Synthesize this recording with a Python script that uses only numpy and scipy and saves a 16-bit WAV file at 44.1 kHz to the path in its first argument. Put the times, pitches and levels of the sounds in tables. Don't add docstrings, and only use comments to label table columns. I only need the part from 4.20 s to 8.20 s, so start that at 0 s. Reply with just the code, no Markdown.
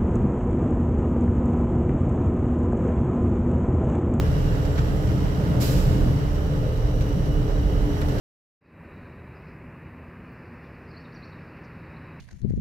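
import sys
import numpy as np
from scipy import signal
from scipy.fft import rfft, irfft, next_fast_len
from scipy.io import wavfile
from scipy.ndimage import map_coordinates

SR = 44100
rng = np.random.default_rng(int(sys.argv[2]) if len(sys.argv) > 2 else 0)


def wav_out(sig):
    wavfile.write(sys.argv[1], SR, np.round(np.clip(np.atleast_2d(sig).T, -1, 1) * 32767).astype(np.int16))


N = 176400

# freq_hz, left_over_right_db
CAB_BALANCE = [(40, -5), (120, 2.5), (290, -3.5), (450, -2.5), (1150, -2), (1450, -6), (1900, -4.5),
               (2300, -1), (3100, 1), (4200, -7), (5800, -6), (7800, -4), (8700, 1), (10700, -0.5),
               (12200, -9), (15500, 0)]
# time_s, level_db
PANEL_SWELLS = [(0, -34.5), (.9, -36), (1.22, -35), (1.38, -32.5), (1.55, -33.5), (1.85, -34.5),
                (2.05, -37), (3.15, -36), (3.7, -35), (4, -33.5)]
# freq_hz, gain_db
HISS_COLOUR = [(400, -20), (1500, 1), (2100, -1.5), (3000, -.5), (3500, .5), (4300, 1), (5200, 2.5),
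               (6150, -2.5), (7400, .5), (8700, -7), (10200, -7), (12100, -.5), (14200, -4), (15500, -9)]


def amp(db):
    return 10 ** (np.asarray(db) / 20)


def unit(x):
    return x / np.sqrt(np.mean(x ** 2) + 1e-20)


def along(points, hz):
    freqs, values = np.transpose(points)
    return np.interp(np.log(hz + 1), np.log(freqs + 1), values)


def curves(rows):
    times, *columns = np.transpose(rows)
    return [np.interp(np.arange(N) / SR, times, column) for column in columns]


def wobble(rate):
    knots, at = rng.standard_normal(1024), np.arange(0, N + 16, 16)
    return np.interp(np.arange(N), at, map_coordinates(knots, [at * rate / SR], mode="mirror"))


def filtered(x, response):
    n = x.shape[-1]
    padded = next_fast_len(n + SR // 4)
    return irfft(rfft(x, padded) * response(np.fft.rfftfreq(padded, 1 / SR)), padded)[..., :n]


def pan(db):
    gains = amp(np.array([[.5], [-.5]]) * db)
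    return gains / np.sqrt(np.mean(gains ** 2, axis=0))


def cab_noise(colour, size=N, lean=1):
    # freq_hz, correlation
    likeness = [(40, .97), (160, .94), (350, .75), (530, .72), (650, .2), (900, -.25), (1250, -.3),
                (1600, -.5), (2200, .1), (3000, .15), (3500, -.25), (4500, 0)]

    def mid_side_gains(hz):
        angle = np.arccos(np.clip(along(likeness, hz), -.99, .99)) / 2
        return amp(along(colour, hz)) * [np.cos(angle), np.sin(angle)]

    mid, side = filtered(rng.standard_normal((2, size)), mid_side_gains)
    stereo = np.array([mid + side, mid - side])
    return unit(filtered(stereo, lambda hz: pan(lean * along(CAB_BALANCE, hz))))


def wandering_phase(hz, jitter, rate):
    return 2 * np.pi * np.cumsum(hz * (1 + jitter * wobble(rate))) / SR


def tone(phase, waver_db, rate):
    level = amp(waver_db * wobble(rate))
    return unit(level * np.sin(phase + rng.uniform(0, 2 * np.pi) + .26 * waver_db * wobble(rate)))


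def engine(cycle_phase, cycle_hz):
    multiples = [6, 9, 12, 15, 21, 32, 34, 36, 40, 47, 49, 60]
    levels = [-29.5, -33, -42, -45, -51, -45, -44.5, -54, -46, -54.5, -59.5, -57.5]
    # time_s, lift_db
    load = [(1.9, 2), (2.6, -3)]
    # pitch_hz, level_db, left_over_right_db, waver_db
    whines = [(294.4, -37, 3.5, 2.5), (990, -63, -14, 1.5), (1232, -60.5, -5, 4), (2024, -66.5, -5, 1.5),
              (2824, -65, 12, 2.5)]
    out = np.zeros((2, N))
    for k, db in zip(multiples, levels):
        lift_db = curves(load)[0] if k == multiples[0] else 0
        partial = tone(k * cycle_phase, waver_db=2.5, rate=7)
        out += amp(db + lift_db) * pan(along(CAB_BALANCE, k * cycle_hz)) * partial
    panel_db, = curves(PANEL_SWELLS)
    swell_db = panel_db - panel_db.mean()
    for hz, db, pan_db, waver_db in whines:
        out += amp(db + swell_db) * pan(pan_db) * tone(hz / cycle_hz * cycle_phase, waver_db, rate=13)
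    return out


def turbo():
    # time_s, pitch_hz, level_db
    glide = [(0, 7090, -65), (.12, 7200, -70), (.4, 7400, -63), (.6, 7425, -64), (.88, 7340, -64),
             (1.05, 7280, -73), (1.9, 7100, -84)]
    hz, db = curves(glide)
    whistle = tone(wandering_phase(hz, jitter=.002, rate=200), waver_db=2.5, rate=55)
    shimmer = unit(np.sin(wandering_phase(hz=13680, jitter=.004, rate=200)))
    return pan(db=-8) * (amp(db) * whistle + amp(db - 9) * shimmer)


def intake():
    # centre_hz, half_width_hz, level_db, left_over_right_db
    bands = [(2924, 80, -58, -2), (3200, 110, -62.5, -7), (3870, 58, -61, -13), (5760, 220, -59, -8)]
    out = np.zeros((2, N))
    for centre, half_width, db, pan_db in bands:
        noise = rng.standard_normal((2, N))
        sing = unit(filtered(noise, lambda hz: 1 / (1 + ((hz - centre) / half_width) ** 2)))
        out += amp(db + 1.1 * wobble(5.6)) * pan(pan_db) * sing
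    return out


def engine_bay_whistle():
    # time_s, pitch_hz, level_db
    glide = [(0, 2860, -69), (.12, 2870, -60), (.28, 2850, -56), (.65, 2870, -66), (1.25, 2876, -63),
             (2.05, 2915, -65), (2.35, 2930, -61.5), (2.7, 2925, -65), (2.92, 2915, -58), (3.3, 2925, -62),
             (4, 2930, -60)]
    hz, db = curves(glide)
    phase = wandering_phase(hz, jitter=.004, rate=150)
    return amp(db) * pan(db=-1) * tone(phase, waver_db=2, rate=70)


def road_rumble():
    # time_s, level_db
    shake_swells = [(0, -23.5), (1.1, -26), (1.38, -30), (1.6, -20), (1.85, -19.5), (2.1, -27),
                    (2.8, -24.5), (3.25, -25), (3.45, -21.5), (3.9, -27)]
    # freq_hz, gain_db
    shake_colour = [(10, -43), (22, -23), (34, 0), (43, -5.5), (54, -5), (75, -15.5), (110, -19),
                    (250, -110)]
    # time_s, level_db
    tyre_swells = [(0, -24.5), (.5, -26.5), (.9, -22.5), (1.12, -25), (1.31, -21), (1.45, -23),
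                   (1.65, -23.5), (1.88, -21), (2.15, -29), (2.4, -27), (2.65, -30), (2.98, -24),
                   (3.3, -29), (3.7, -25.5), (4, -26.5)]
    # freq_hz, gain_db
    tyre_colour = [(50, -30), (90, -8), (108, -9), (131, 1), (155, -4.5), (185, -9.5), (235, -16.5),
                   (285, -13.5), (330, -18.5), (600, -60)]
    # freq_hz, gain_db
    panel_colour = [(200, -42), (330, -7), (430, 2.5), (490, -3.5), (570, -2.5), (650, -4.5), (740, -10.5),
                    (1100, -42), (3000, -90)]
    shake = amp(curves(shake_swells)[0]) * cab_noise(shake_colour)
    tyres = amp(curves(tyre_swells)[0]) * cab_noise(tyre_colour)
    panels = amp(curves(PANEL_SWELLS)[0] + 1.24 * wobble(14)) * cab_noise(panel_colour)
    return shake + tyres + panels


def wind_rush(cycle_phase):
    # time_s, level_db
    swells = [(0, -39), (.5, -40.5), (1.1, -40), (1.6, -39), (2.1, -41.5), (2.7, -43), (3.5, -42),
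              (3.75, -40.5), (4, -39)]
    # freq_hz, gain_db
    colour = [(300, -53), (700, -7.5), (850, 2), (1020, -2.5), (1480, -4.5), (1900, -8), (2300, -14.5),
              (3100, -14.5), (3500, -18), (5500, -20.5), (6400, -28), (7600, -25), (9500, -53),
              (15500, -46)]
    firing = np.cos(6 * cycle_phase) + np.cos(12 * cycle_phase)
    level = amp(curves(swells)[0] + .8 * wobble(29.7))
    return level * (1 + .11 * firing) * cab_noise(colour)


def draught():
    # time_s, level_db
    swells = [(0, -53), (.7, -53.5), (1.3, -54.5), (2.1, -55), (3.4, -56), (4, -51)]
    # freq_hz, gain_db
    colour = [(1500, -1.5), (3200, 6.5), (5400, 7), (6400, 1.5), (7700, 3), (9300, -2), (10800, 0.5),
              (12400, 6), (14000, .5), (15500, -6)]
    return amp(curves(swells)[0]) * cab_noise(colour)


def trim_ticks(per_second=21, level_db=-57, spread_db=6, t60_s=.027):
    hits = rng.random(N) < per_second / SR
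    strength = amp(level_db + spread_db * np.clip(rng.standard_normal(N), -2, 2))
    decay = amp(-60 * np.arange(SR // 8) / SR / t60_s)
    return signal.fftconvolve(hits * strength, decay)[:N] * cab_noise(HISS_COLOUR)


def rattles(snap_delay_s=.00091, snap_t60_s=.017):
    # start_s, level_db, t60_s, attack_s, treble_tilt_db_per_octave, snap_db
    jolts = [(.45, -40, .055, .002, 4, -47), (.552, -37, .22, .009, -4, -70),
             (.576, -30, .14, .006, -2.2, -56), (1.311, -35, .1, .005, -5, -70),
             (2.146, -43.5, .09, .004, 4, -49), (2.807, -36, .1, .003, 1, -44),
             (3.058, -44, .045, .001, 0, -49), (3.8147, -31, .095, .0015, -4, -37),
             (3.884, -41, .08, .0022, 5, -42), (3.98, -38, .12, .0032, 1, -60)]
    # freq_hz, gain_db
    colour = [(250, -27), (700, -4), (1500, 10), (2400, 0.5), (4200, -0.5), (7300, -6.5), (9500, -25),
              (12300, -11), (15500, -30)]
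    out, t = np.zeros((2, N + SR)), np.arange(SR // 4) / SR
    for start_s, db, t60_s, attack_s, tilt, snap_db in jolts:
        noise = cab_noise(colour, size=len(t))
        burst = unit(filtered(noise, lambda hz: amp(tilt * np.log2(np.maximum(hz, 700) / 700))))
        chatter = burst * amp(1.8 * wobble(400)[:len(t)])
        envelope = amp(db - 60 * t / t60_s) * (1 - np.exp(-t / attack_s))
        snap_envelope = amp(snap_db - 60 * (t - snap_delay_s) / snap_t60_s) * (t >= snap_delay_s)
        snap = snap_envelope * cab_noise(HISS_COLOUR, size=len(t))
        start = round(start_s * SR)
        out[:, start:start + len(t)] += snap + envelope * chatter
    return out[:, :N]


def air_brake(start_s=1.398, attack_s=.016, hold_s=.028, level_db=-32.6):
    hz, frame_s, spectrum = signal.stft(cab_noise(HISS_COLOUR, lean=.9), SR, nperseg=256)
    fall_db_per_s = 42.5 * (np.maximum(hz, 1000) / 4000)[:, None] ** .22
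    fade = amp(-fall_db_per_s * np.maximum(frame_s - start_s - hold_s, 0))
    jet = signal.istft(spectrum * fade, SR, nperseg=256)[1][:, :N]
    opening = np.clip((np.arange(N) / SR - start_s) / attack_s, 0, 1)
    return amp(level_db + .6 * wobble(59.5)) * opening * jet


def floor_thump(peak_s=1.865, half_width_s=.031, level_db=-27.5, centre_hz=238):
    boom = unit(filtered(rng.standard_normal(N), lambda hz: np.exp(-8 * (hz / centre_hz - 1) ** 2)))
    swell = np.exp(-((np.arange(N) / SR - peak_s) / half_width_s) ** 2)
    return amp(level_db) * swell * boom


def draught_whistle():
    # time_s, level_db
    swells = [(2.7, -70), (3.1, -62), (3.45, -65), (3.62, -74), (3.69, -59), (3.78, -61), (3.85, -68),
              (4, -63)]
    phase = wandering_phase(hz=5755, jitter=.002, rate=150)
    return amp(curves(swells)[0]) * pan(db=-9) * tone(phase, waver_db=2.5, rate=70)


def scene():
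    cycle_hz = 12.9
    cycle_phase = wandering_phase(cycle_hz, jitter=.001895, rate=1.924)
    machinery = engine(cycle_phase, cycle_hz) + turbo() + intake()
    whistles = engine_bay_whistle() + draught_whistle()
    road_bed = road_rumble() + wind_rush(cycle_phase) + draught()
    return machinery + whistles + road_bed + floor_thump() + air_brake() + rattles() + trim_ticks()


def record(dry):
    return filtered(dry, lambda hz: hz < 15740)


dry = scene()
out = record(dry)
wav_out(out)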